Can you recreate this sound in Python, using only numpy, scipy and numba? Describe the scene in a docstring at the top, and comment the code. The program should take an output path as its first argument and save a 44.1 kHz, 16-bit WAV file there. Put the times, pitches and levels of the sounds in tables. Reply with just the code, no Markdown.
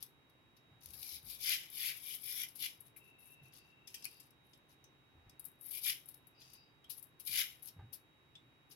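"""Knife cutting watermelon into a steel bowl

A large knife shaves cubes off a hand-held rind, close to a phone's left microphone port. Each stroke
bursts thousands of juicy cells: a fizz, a crunch and, deep in the cut, a hollow rasp. Wet flesh pops,
the blade rubs, taps and sings faintly, cubes drop with soft thuds. Small quiet room, electrical whine."""
import sys
import numpy as np
from scipy import signal
from scipy.fft import rfft, irfft
from scipy.io import wavfile
from scipy.ndimage import uniform_filter1d, map_coordinates
from numba import njit

SR = 44100
rng = np.random.default_rng(int(sys.argv[2]) if len(sys.argv) > 2 else 0)


def log_audio(samples):
    """Write samples as a 16-bit WAV file to the path given in sys.argv[1]."""
    # one column per channel
    frames = np.atleast_2d(samples).T
    # limit to full scale, then quantise
    limited = np.clip(frames, -1, 1)
    pcm = np.round(limited * 32767).astype(np.int16)
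    wavfile.write(sys.argv[1], SR, pcm)


N = 385875
TIME = np.arange(N) / SR


# knife strokes: start_s, push_s, fizz_db, crunch_db, rasp_db, fade_db_per_s, pocket_hz, upper_pocket_db
STROKES = [(0.922, 0.24, -48, -52, -82, 230, 3700, 9.5), (1.226, 0.12, -49, -54.5, -85.5, 147.5, 3410, 3.5),
           (1.397, 0.14, -37, -36, -52, 129, 2960, -3), (1.715, 0.18, -40, -42, -58.5, 112, 2920, -11),
           (1.991, 0.15, -45, -49.5, -76, 160, 3010, -10), (2.198, 0.13, -42.5, -48.5, -68, 87, 3030, -3.5),
           (2.303, 0.13, -41, -45, -61.5, 295, 2940, -2.5),
           (2.583, 0.07, -40, -41.5, -62.5, 199, 3000, -8.5),
           (5.614, 0.077, -47.5, -66, -79, 150, 3120, 10), (5.692, 0.087, -42.5, -51, -77, 168.5, 3050, -8),
           (5.817, 0.083, -34.5, -38, -56.5, 210, 2950, -6.5),
           (7.258, 0.025, -38.5, -45, -68.5, 172, 3270, -0.5),
           (7.283, 0.13, -36, -37, -53.5, 161.5, 2980, -11)]

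def slicing():
    """The edge sticks and slips through the flesh; every slip bursts more cells."""
    _, _, fizz_db, crunch_db, rasp_db, *_ = np.transpose(STROKES)
    slip = undb(0.23 * walk(size=110) + 1.6 * walk(size=400))
    fizz = juice_fizz(slip) * stroke_gain(fizz_db, swell_db=15, bend=3.5, lag_s=0.001)
    crunch = flesh_crunch(slip) * stroke_gain(crunch_db, swell_db=19.8, bend=2.63, lag_s=0.003)
    rasp = hollow_rasp(slip) * stroke_gain(rasp_db, swell_db=47, bend=4.44, lag_s=0.014)
    return undb(2) * fizz + undb(1.5) * crunch + undb(7.5) * rasp


def stroke_gain(peaks_db, swell_db, bend, lag_s):
    """The edge bites, the sound swells with depth (bend > 1: early), drops as the push ends, fades."""
    bite_db_per_s, let_go_db, let_go_s = 699.5, 7, 0.031
    db = np.full(N, -200.)
    for (start_s, push_s, _, _, _, fade_db_per_s, _, _), peak_db in zip(STROKES, peaks_db):
        age = TIME - lag_s - start_s
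        depth = np.clip(age / push_s, 0, 1)
        before, after = np.maximum(-age, 0), np.maximum(age - push_s, 0)
        attack_db = bite_db_per_s * before + swell_db * (1 - depth) ** bend
        release_db = let_go_db * np.minimum(after / let_go_s, 1) + fade_db_per_s * after
        db = np.maximum(db, peak_db - attack_db - release_db)
    return undb(db)


# juice spectrum: freq_hz, gain_db
FIZZ_EQ = [(6000, -24), (8300, -20), (9200, -16.5), (9900, -6), (10600, 3), (12400, -0.5), (13600, -3.5),
           (15000, -13), (16000, -11.5)]

def juice_fizz(slip):
    """Juicy cells burst in a dense treble spray."""
    spray = cells(8700, 16500, cycles=16.8, spread_db=2, count=30000, size=40)
    return even(slip * colour(spray, FIZZ_EQ), size=1200)


# tearing flesh spectrum: freq_hz, gain_db
CRUNCH_EQ = [(1400, -18), (1850, -20), (2250, 9.5), (2600, 0.5), (3100, -3), (3900, 5), (5000, -4.5),
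             (6000, -2.5), (7200, -5), (8400, -18.5), (11000, -11.5)]
# blade resonances: pitch_hz, width_hz, gain_db
BLADE_MODES = [(2402, 12, 0.5), (2430, 26, -8.5), (3086, 12, 16), (3320, 230, -7), (4620, 61, -2),
               (5120, 91, 3.5), (6000, 23, -24), (7860, 220, -10.5)]

def flesh_crunch(slip):
    """Tearing cells ring the air pockets, the wet slit beside the blade and the blade itself."""
    tearing = slip * cells(1640, 9100, cycles=13.2, spread_db=1, count=20000, size=140)
    pockets, slit = cavities(tearing)
    flesh, pockets, slit = (unit(colour(x, CRUNCH_EQ)) for x in (tearing, pockets, slit))
    blade = unit(ring(flesh, BLADE_MODES))
    return even(flesh + undb(6) * pockets + undb(-8) * slit + undb(-1.5) * blade, size=1200)


def cavities(tearing):
    """Air pockets and slit widen over each push: the sound gets lower and duller."""
    sag, dulling_db = 0.11, 14.5
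    start_s, push_s, *_, pocket_hz, upper_pocket_db = np.transpose(STROKES)
    now = latest(start_s)
    opening = np.clip((TIME - start_s[now]) / push_s[now] - 1, -1, 0.3)  # -1 at push start, 0 at its end
    lower_hz = pocket_hz[now] * np.exp(-sag * opening)
    tilt_db = upper_pocket_db[now] - dulling_db * opening
    wobble = np.exp(0.036 * walk(size=2200))  # juice fills and leaves the pockets
    lower = sweep(tearing, lower_hz * wobble, width_hz=250) * undb(-tilt_db / 2)
    upper = sweep(tearing, 4950 * wobble, width_hz=600) * undb(tilt_db / 2)
    drifting_hz = lower_hz * np.exp(0.014 * walk(size=3000))
    slit_high = sweep(tearing, 1.1 * drifting_hz, width_hz=120)
    slit_low = sweep(tearing, 0.73 * drifting_hz, width_hz=120)
    return lower + upper, slit_high + undb(-12.5) * slit_low


# deep cut spectrum: freq_hz, gain_db
RASP_EQ = [(600, -58), (1050, -33.5), (1300, -16.5), (1500, -11.5), (1750, -8.5), (2000, 2), (2300, -4),
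           (2900, -27)]

def hollow_rasp(slip):
    """Cells bursting deep in the cut sound low and hollow."""
    deep_cells = cells(1215, 2760, cycles=14, spread_db=-4, count=7000, size=320)
    return even(slip * colour(deep_cells, RASP_EQ), size=1200)


# snapping juice films and cell walls: start_s, fizz_db, crunch_db, length_s
POPS = [(0.026, -45, -43.5, 0.0027), (0.296, -73, -70, 0.004), (0.565, -72, -59, 0.007),
        (0.83, -58, -63, 0.009), (0.859, -54, -50, 0.0012), (0.887, -58, -62, 0.0011),
        (0.905, -50.5, -53.5, 0.00086), (0.932, -49.5, -46, 0.01), (1.029, -48, -42, 0.002),
        (1.295, -45.5, -42, 0.0083), (1.493, -35, -41, 0.002), (1.531, -41, -35, 0.0048),
        (1.7, -53, -62, 0.0036), (1.86, -40.5, -48, 0.0051), (1.966, -49, -50, 0.0089),
        (2.147, -42.5, -65, 0.0066), (2.485, -53, -51, 0.0039), (2.552, -48, -50.5, 0.012),
        (2.805, -51.5, -70.5, 0.0028), (5.395, -47.5, -61, 0.0034), (5.442, -56, -84, 0.0019),
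        (5.45, -45, -60, 0.0061), (5.61, -53.5, -70, 0.0044), (5.709, -43, -52, 0.005),
        (6.057, -57, -72, 0.004), (6.086, -48.5, -58, 0.004), (6.142, -53, -58.5, 0.0021),
        (6.269, -60, -70, 0.0045), (6.414, -69, -49, 0.008), (6.533, -57, -56, 0.0057),
        (6.895, -41, -39.5, 0.015), (6.98, -53, -60, 0.0036), (7.025, -50, -62, 0.004),
        (7.039, -55, -66, 0.0016), (7.197, -49, -50, 0.0074), (7.25, -51.5, -58, 0.004),
        (7.384, -36, -28, 0.0079), (7.623, -49, -60, 0.0075), (7.671, -48, -50, 0.0052),
        (7.683, -53.5, -46, 0.0052), (7.928, -44, -45, 0.01), (8.709, -61, -49, 0.0096)]
# snap spectrum: freq_hz, gain_db
SNAP_EQ = [(1500, -37.5), (2300, 1), (3100, -3), (4200, 0.5), (5200, 3.5), (6200, -4), (7300, -14.5),
           (8600, -19.5), (11000, -31)]

def popping():
    """Wet faces part in a flurry of tiny bursts; a faint crackle just precedes and trails each snap."""
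    start_s, fizz_db, crunch_db, length_s = np.transpose(POPS)
    fizz = colour(cells(11000, 15000, cycles=2.9, spread_db=9.5, count=36000, size=36), FIZZ_EQ)
    crunch = colour(cells(2500, 7700, cycles=21, spread_db=-1, count=26000, size=100), SNAP_EQ)
    snap_fizz, snap_crunch = (bursts(start_s, db, 1.24 * length_s, rise=0.4)
                              for db in (fizz_db, crunch_db))
    halo_fizz, halo_crunch = (bursts(start_s - 0.005, db - 13, length_s + 0.011, rise=1)
                              for db in (fizz_db, crunch_db))
    seep = bursts(start_s, fizz_db - 13.5, lengths_s=0.03, rise=0.12)  # juice fizzes on after a snap
    flicker = unit(undb(5.9 * walk(size=70)))
    fizz = even(fizz, size=130) * np.hypot(snap_fizz, flicker * np.hypot(halo_fizz, seep))
    crunch = even(crunch, size=130) * np.hypot(snap_crunch, flicker * halo_crunch)
    return undb(4) * fizz + undb(-8) * crunch


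# blade knocks on rind, seeds and bowl: start_s, treble_db, body_db, length_s, ring_hz, ring_db
TAPS = [(2.962, -54, -69, 0.02, 2310, -52.5), (3.872, -57, -49, 0.012, 3420, -53),
        (3.942, -49.5, -42.5, 0.009, 2580, -52), (4.024, -68, -54, 0.0017, 5270, -51),
        (4.043, -49, -49, 0.006, 4440, -40.5), (4.053, -44, -48, 0.001, 2450, -42),
        (4.198, -58, -57.5, 0.011, 4740, -69), (4.305, -69.5, -72, 0.0066, 5300, -86),
        (4.533, -80, -61, .005, 3540, -62), (4.841, -72, -64, 0.0035, 5870, -59),
        (5.295, -67.5, -61, 0.0047, 4990, -66), (6.842, -74, -70.5, 0.0047, 3280, -55),
        (8.353, -86, -63, 0.003, 3490, -48)]

def tapping():
    """A sharp contact rings the damped blade and, at its own pitch, the wet spot that was struck."""
    start_s, treble_db, body_db, length_s, ring_hz, ring_db = np.transpose(TAPS)
    tick = even(colour(noise(), FIZZ_EQ), size=130)
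    tick *= bursts(start_s, treble_db, 0.59 * length_s, rise=0.72)
    crack = contact_crack(start_s, body_db, length_s)
    spot = even(sweep(noise(), ring_hz[latest(start_s)], width_hz=79), size=400)
    spot *= bursts(start_s, ring_db, lengths_s=0.012, rise=0.037)
    return undb(5.5) * tick + ring(crack, BLADE_MODES) + undb(-4.5) * (crack + spot)


# hard contact spectrum: freq_hz, gain_db
CRACK_EQ = [(900, -84), (1800, 10.5), (2500, 12), (4000, 7.5), (5500, 19), (7500, 8), (9500, 9.5),
            (14000, -70)]

def contact_crack(start_s, level_db, length_s):
    """Each knock gives a broad, fast-rising burst of noise."""
    crack = even(colour(noise(), CRACK_EQ), size=130)
    return crack * bursts(start_s, level_db, 1.02 * length_s, rise=0.16)


# blade and fingers on the rind: start_s, length_s, fizz_db, crunch_db
RUBS = [(0.0, 0.011, -56, -57), (0.803, 0.11, -63, -66), (2.845, 0.035, -63, -74),
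        (3.022, 0.079, -70.5, -80), (3.18, 0.16, -62.5, -77), (3.417, 0.067, -69.5, -74.5),
        (3.517, 0.069, -63, -64), (3.63, 0.084, -79.5, -80), (3.892, 0.24, -65, -69.5),
        (4.114, 0.16, -70.5, -75), (4.432, 0.15, -77.5, -91), (4.681, 0.053, -70, -73.5),
        (6.065, 0.057, -61, -73), (6.384, 0.18, -71, -68), (6.956, 0.039, -53.5, -69.5),
        (7.632, 0.034, -49.5, -65), (8.691, 0.04, -59.5, -70)]

def rubbing():
    """Light contact on wet rind: small crackles, random tiny snaps and the blade's thin top ring."""
    snaps_per_s, snap_db, snap_spread_db = 50, -6, 9
    fizz = even(colour(cells(8000, 17000, cycles=3.3, spread_db=1, count=6000, size=48), FIZZ_EQ), 2000)
    crunch = even(cells(2800, 6480, cycles=17, spread_db=-6, count=7000, size=140), size=2000)
    snaps = rng.random(N) < snaps_per_s / SR
    levels_db = snap_db + snap_spread_db * rng.uniform(-1, 1, N)[snaps]
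    fizz *= np.hypot(1, bursts(TIME[snaps], levels_db, lengths_s=0.006, rise=0.43))
    fizz += undb(-7.5) * unit(ring(fizz, [(10400, 100, 0)]))
    out = 0
    for start_s, length_s, fizz_db, crunch_db in RUBS:
        contact = hold(start_s, length_s, attack_s=0.018, release_s=0.009)
        out += contact * (undb(fizz_db) * fizz + undb(crunch_db) * crunch)
    return out


# blade drags: start_s, length_s, level_db, pitch_hz, width_hz, rustle_rel_db
DRAGS = [(2.977, 0.515, -71, 2675, 70, -26), (3.557, 0.62, -73, 2700, 70, -29),
         (6.298, 0.32, -79, 2670, 300, -16), (3.506, 0.11, -75, 4750, 450, -9),
         (3.964, 0.21, -71, 4780, 440, -12), (6.34, 0.28, -70.5, 4790, 300, -13)]

def singing():
    """Friction on the wet rind keeps a narrow resonance faintly, unevenly alive in a broader rustle."""
    rustle = unit(ring(colour(noise(), SNAP_EQ), [(5070, 1500, -2), (3000, 430, -1)]))
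    friction, out = noise(), 0
    for start_s, length_s, level_db, pitch_hz, width_hz, rustle_rel_db in DRAGS:
        mode = [(pitch_hz, width_hz, 0)]
        tone = even(ring(ring(friction, mode), mode), size=3000)
        contact = hold(start_s, length_s, attack_s=0.042, release_s=0.051)
        out += undb(level_db) * contact * (undb(3.5) * tone + undb(rustle_rel_db) * rustle)
    flutter_db = walk(size=1500)
    return out * undb(flutter_db)


# soft impacts of flesh and hands: start_s, level_db, length_s, pitch_hz, bowl_rel_db
THUDS = [(0.716, -63.5, 0.025, 128, -11), (0.85, -63.5, 0.07, 65, -27), (0.923, -71, 0.059, 65, -2.5),
         (1.12, -65, 0.043, 70, -31), (1.223, -63.5, 0.065, 65, -16), (2.781, -69, 0.02, 103.5, -33.5),
         (3.414, -58.5, 0.023, 125.4, -23), (5.141, -65, 0.055, 78.7, -11), (5.26, -60.5, 0.021, 74.3, -15),
         (7.29, -63.5, 0.03, 139, -23), (7.762, -54, 0.023, 117, -20), (7.788, -51, 0.016, 69.4, -9),
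         (7.818, -52.5, 0.033, 112, -26)]
# full bowl resonances: pitch_hz, width_hz, gain_db
BOWL_MODES = [(396, 360, -1), (780, 140, 2.5), (1223, 130, -4), (1570, 400, -3.5)]

def thudding():
    """Soft low thuds shake the board, each with its own pitch and its own amount of bowl knock."""
    start_s, level_db, length_s, pitch_hz, bowl_rel_db = np.transpose(THUDS)
    energy_db = level_db + 10 * np.log10(length_s / 0.01)
    board_hz = np.interp(TIME, start_s + length_s / 2, pitch_hz)
    board = even(sweep(sweep(noise(), board_hz, width_hz=44), board_hz, width_hz=44), size=900)
    board *= bursts(start_s, energy_db, 0.86 * length_s, rise=0.84)
    bowl = even(ring(ring(noise(), BOWL_MODES), BOWL_MODES), size=700)
    bowl *= bursts(start_s, energy_db + bowl_rel_db, 1.7 * length_s, rise=0.25)
    return board + bowl


# shading of the far port: freq_hz, gain_db
FAR_PORT_EQ = [(100, -3), (1000, 3.5), (2200, -1), (3500, 0), (5000, -1.5), (7000, 2.5), (8500, 8.5),
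               (9400, -3.5), (10600, -19.5), (12500, -9.5), (14000, -13), (16000, -22)]

def ports(x):
    """The near port hears mostly the blade itself, the shaded far port more of the room."""
    near = x + undb(-9.5) * reflections(x)
    lag_samples = 2 + 5.2 * walk(size=500)  # cells burst all along the blade
    shaded = map_coordinates(x, [np.arange(N) - lag_samples], order=3)
    detour_samples = 70 + 22 * walk(size=900)  # by way of board, bowl and hands
    scattered = map_coordinates(x, [np.arange(N) - detour_samples], order=3)
    far = undb(-14) * shaded + undb(-6.5) * (scattered + reflections(x))
    return np.array([near, colour(far, FAR_PORT_EQ)])


def reflections(x, t60_s=0.17):
    """Dense, quickly dying echoes of a small room."""
    age = TIME[:SR // 2]
    tail = rng.standard_normal(len(age)) * undb(-60 * age / t60_s) * (1 - np.exp(-age / 0.001))
    return signal.fftconvolve(x, tail / np.linalg.norm(tail))[:N]


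# room air spectrum: freq_hz, gain_db
AIR_EQ = [(20, -23), (40, -18.5), (62, -4.5), (90, -6), (135, 3.5), (200, -9), (290, -4), (600, -13.5),
          (900, -13), (1400, -17), (2800, -17.5), (4500, -31.5), (8000, -39), (16000, -35.5)]

def room_air():
    """Faint rumble and hiss, mostly alike at both ports from 70 to 500 Hz."""
    side_eq = [(30, 5.5), (70, -11), (130, -8.5), (250, -7.5), (500, -7.5), (1000, 1.5), (4000, 1)]
    mid = colour(noise(), AIR_EQ)
    side = colour(colour(noise(), AIR_EQ), side_eq)
    return np.array([mid + side, mid - side]) / np.std(mid) * undb(-70.5 + 0.22 * walk(size=9000))


def electrical_whine(pitch_hz=3807):
    """A thin, slightly wavering tone, louder at the far port."""
    phase = 2 * np.pi * np.cumsum(pitch_hz + walk(size=3000)) / SR
    near_db, far_db = -83 + 4 * walk(size=20000), -75 + 1.2 * walk(size=6000)
    return np.sqrt(2) * np.sin(phase) * undb([near_db, far_db])


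def cells(low_hz, high_hz, cycles, spread_db, count, size):
    """Random bursting cells, each dying 60 dB over `cycles`; spread_db > 0 makes a few much louder."""
    when, pitch, luck = rng.random((count, 3)).T
    hz = (low_hz + pitch * (high_hz - low_hz))[:, None]
    turns = hz * np.arange(size) / SR
    strength = undb(-spread_db * np.log(np.maximum(luck, 0.01)))[:, None] * hz
    grains = strength * np.sin(2 * np.pi * turns) * undb(-60 * turns / cycles)
    places = (when * N).astype(int)[:, None] + np.arange(size)
    return np.bincount(places.ravel(), grains.ravel(), N + size)[:N]


def bursts(starts_s, levels_db, lengths_s, rise):
    """Envelope of quick swells that die away; a level is the burst's energy spread over 10 ms."""
    power = np.zeros(N)
    for start_s, db, length_s in np.broadcast(starts_s, levels_db, np.maximum(lengths_s, 0.001)):
        first = int(start_s * SR)
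        age = np.arange(min(int(10 * length_s * SR), N - first)) / SR / length_s
        shape = (1 - np.exp(-age / rise)) ** 2 * np.exp(-2 * age)
        power[first:first + len(age)] += undb(db) ** 2 * shape / (shape.sum() + 1e-9) * SR / 100
    return np.sqrt(power)


def hold(start_s, length_s, attack_s, release_s):
    """Envelope that rises, holds through a contact and dies away."""
    age = TIME - start_s
    return np.clip(age / attack_s, 0, 1) * np.exp(-np.clip((age - length_s) / release_s, 0, 20))


def latest(starts_s):
    """Index of the most recent event at each sample."""
    return np.maximum(np.searchsorted(starts_s, TIME) - 1, 0)


def colour(x, points):
    """Minimum-phase filter through (freq_hz, gain_db) points."""
    hz, db = np.transpose(points)
    grid_hz = np.maximum(np.fft.rfftfreq(4096, 1 / SR), 1)
    cepstrum = irfft(np.log(undb(np.interp(np.log(grid_hz), np.log(hz), db))))
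    half = len(cepstrum) // 2
    cepstrum[1:half] *= 2
    cepstrum[half + 1:] = 0
    return signal.fftconvolve(x, irfft(np.exp(rfft(cepstrum))))[:N]


def ring(x, modes):
    """Drive parallel (pitch_hz, width_hz, gain_db) resonances."""
    return sum(undb(db) * signal.lfilter(*signal.iirpeak(hz, hz / width_hz, fs=SR), x)
               for hz, width_hz, db in modes)


@njit
def sweep(x, hz, width_hz):
    """Resonance with a moving centre, gain 1 there."""
    y, band, low = np.empty(len(x)), 0., 0.
    for i in range(len(x)):
        g, damping = np.tan(np.pi * hz[i] / SR), width_hz / hz[i]
        v = (band + g * (x[i] - low)) / (1 + g * (g + damping))
        band, low = 2 * v - band, low + 2 * g * v
        y[i] = damping * v
    return y


def noise():
    """White noise."""
    return rng.standard_normal(N)


def walk(size):
    """Random levels held for size samples and slewed; rms 1."""
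    steps = np.repeat(rng.standard_normal(N // size + 1), size)
    return unit(uniform_filter1d(steps, size)[:N])


def even(x, size):
    """Hold the rms at 1 over windows of size samples."""
    return x / np.sqrt(np.abs(uniform_filter1d(x ** 2, size)) + 1e-9)


def unit(x):
    """Scale to rms 1."""
    return x / np.sqrt(np.mean(x ** 2))


def undb(db):
    """Decibels to gain."""
    return 10 ** (np.asarray(db) / 20)


def scene():
    """Knife work close by, thuds through the board, the room behind."""
    knife = slicing() + rubbing() + popping() + tapping() + singing()
    return ports(knife) + thudding() + room_air() + electrical_whine()


def record(dry):
    """Steep low-pass at 15.9 kHz."""
    return signal.sosfilt(signal.ellip(10, 0.2, 70, 15900, fs=SR, output="sos"), dry)


dry = scene()
out = record(dry)
log_audio(out)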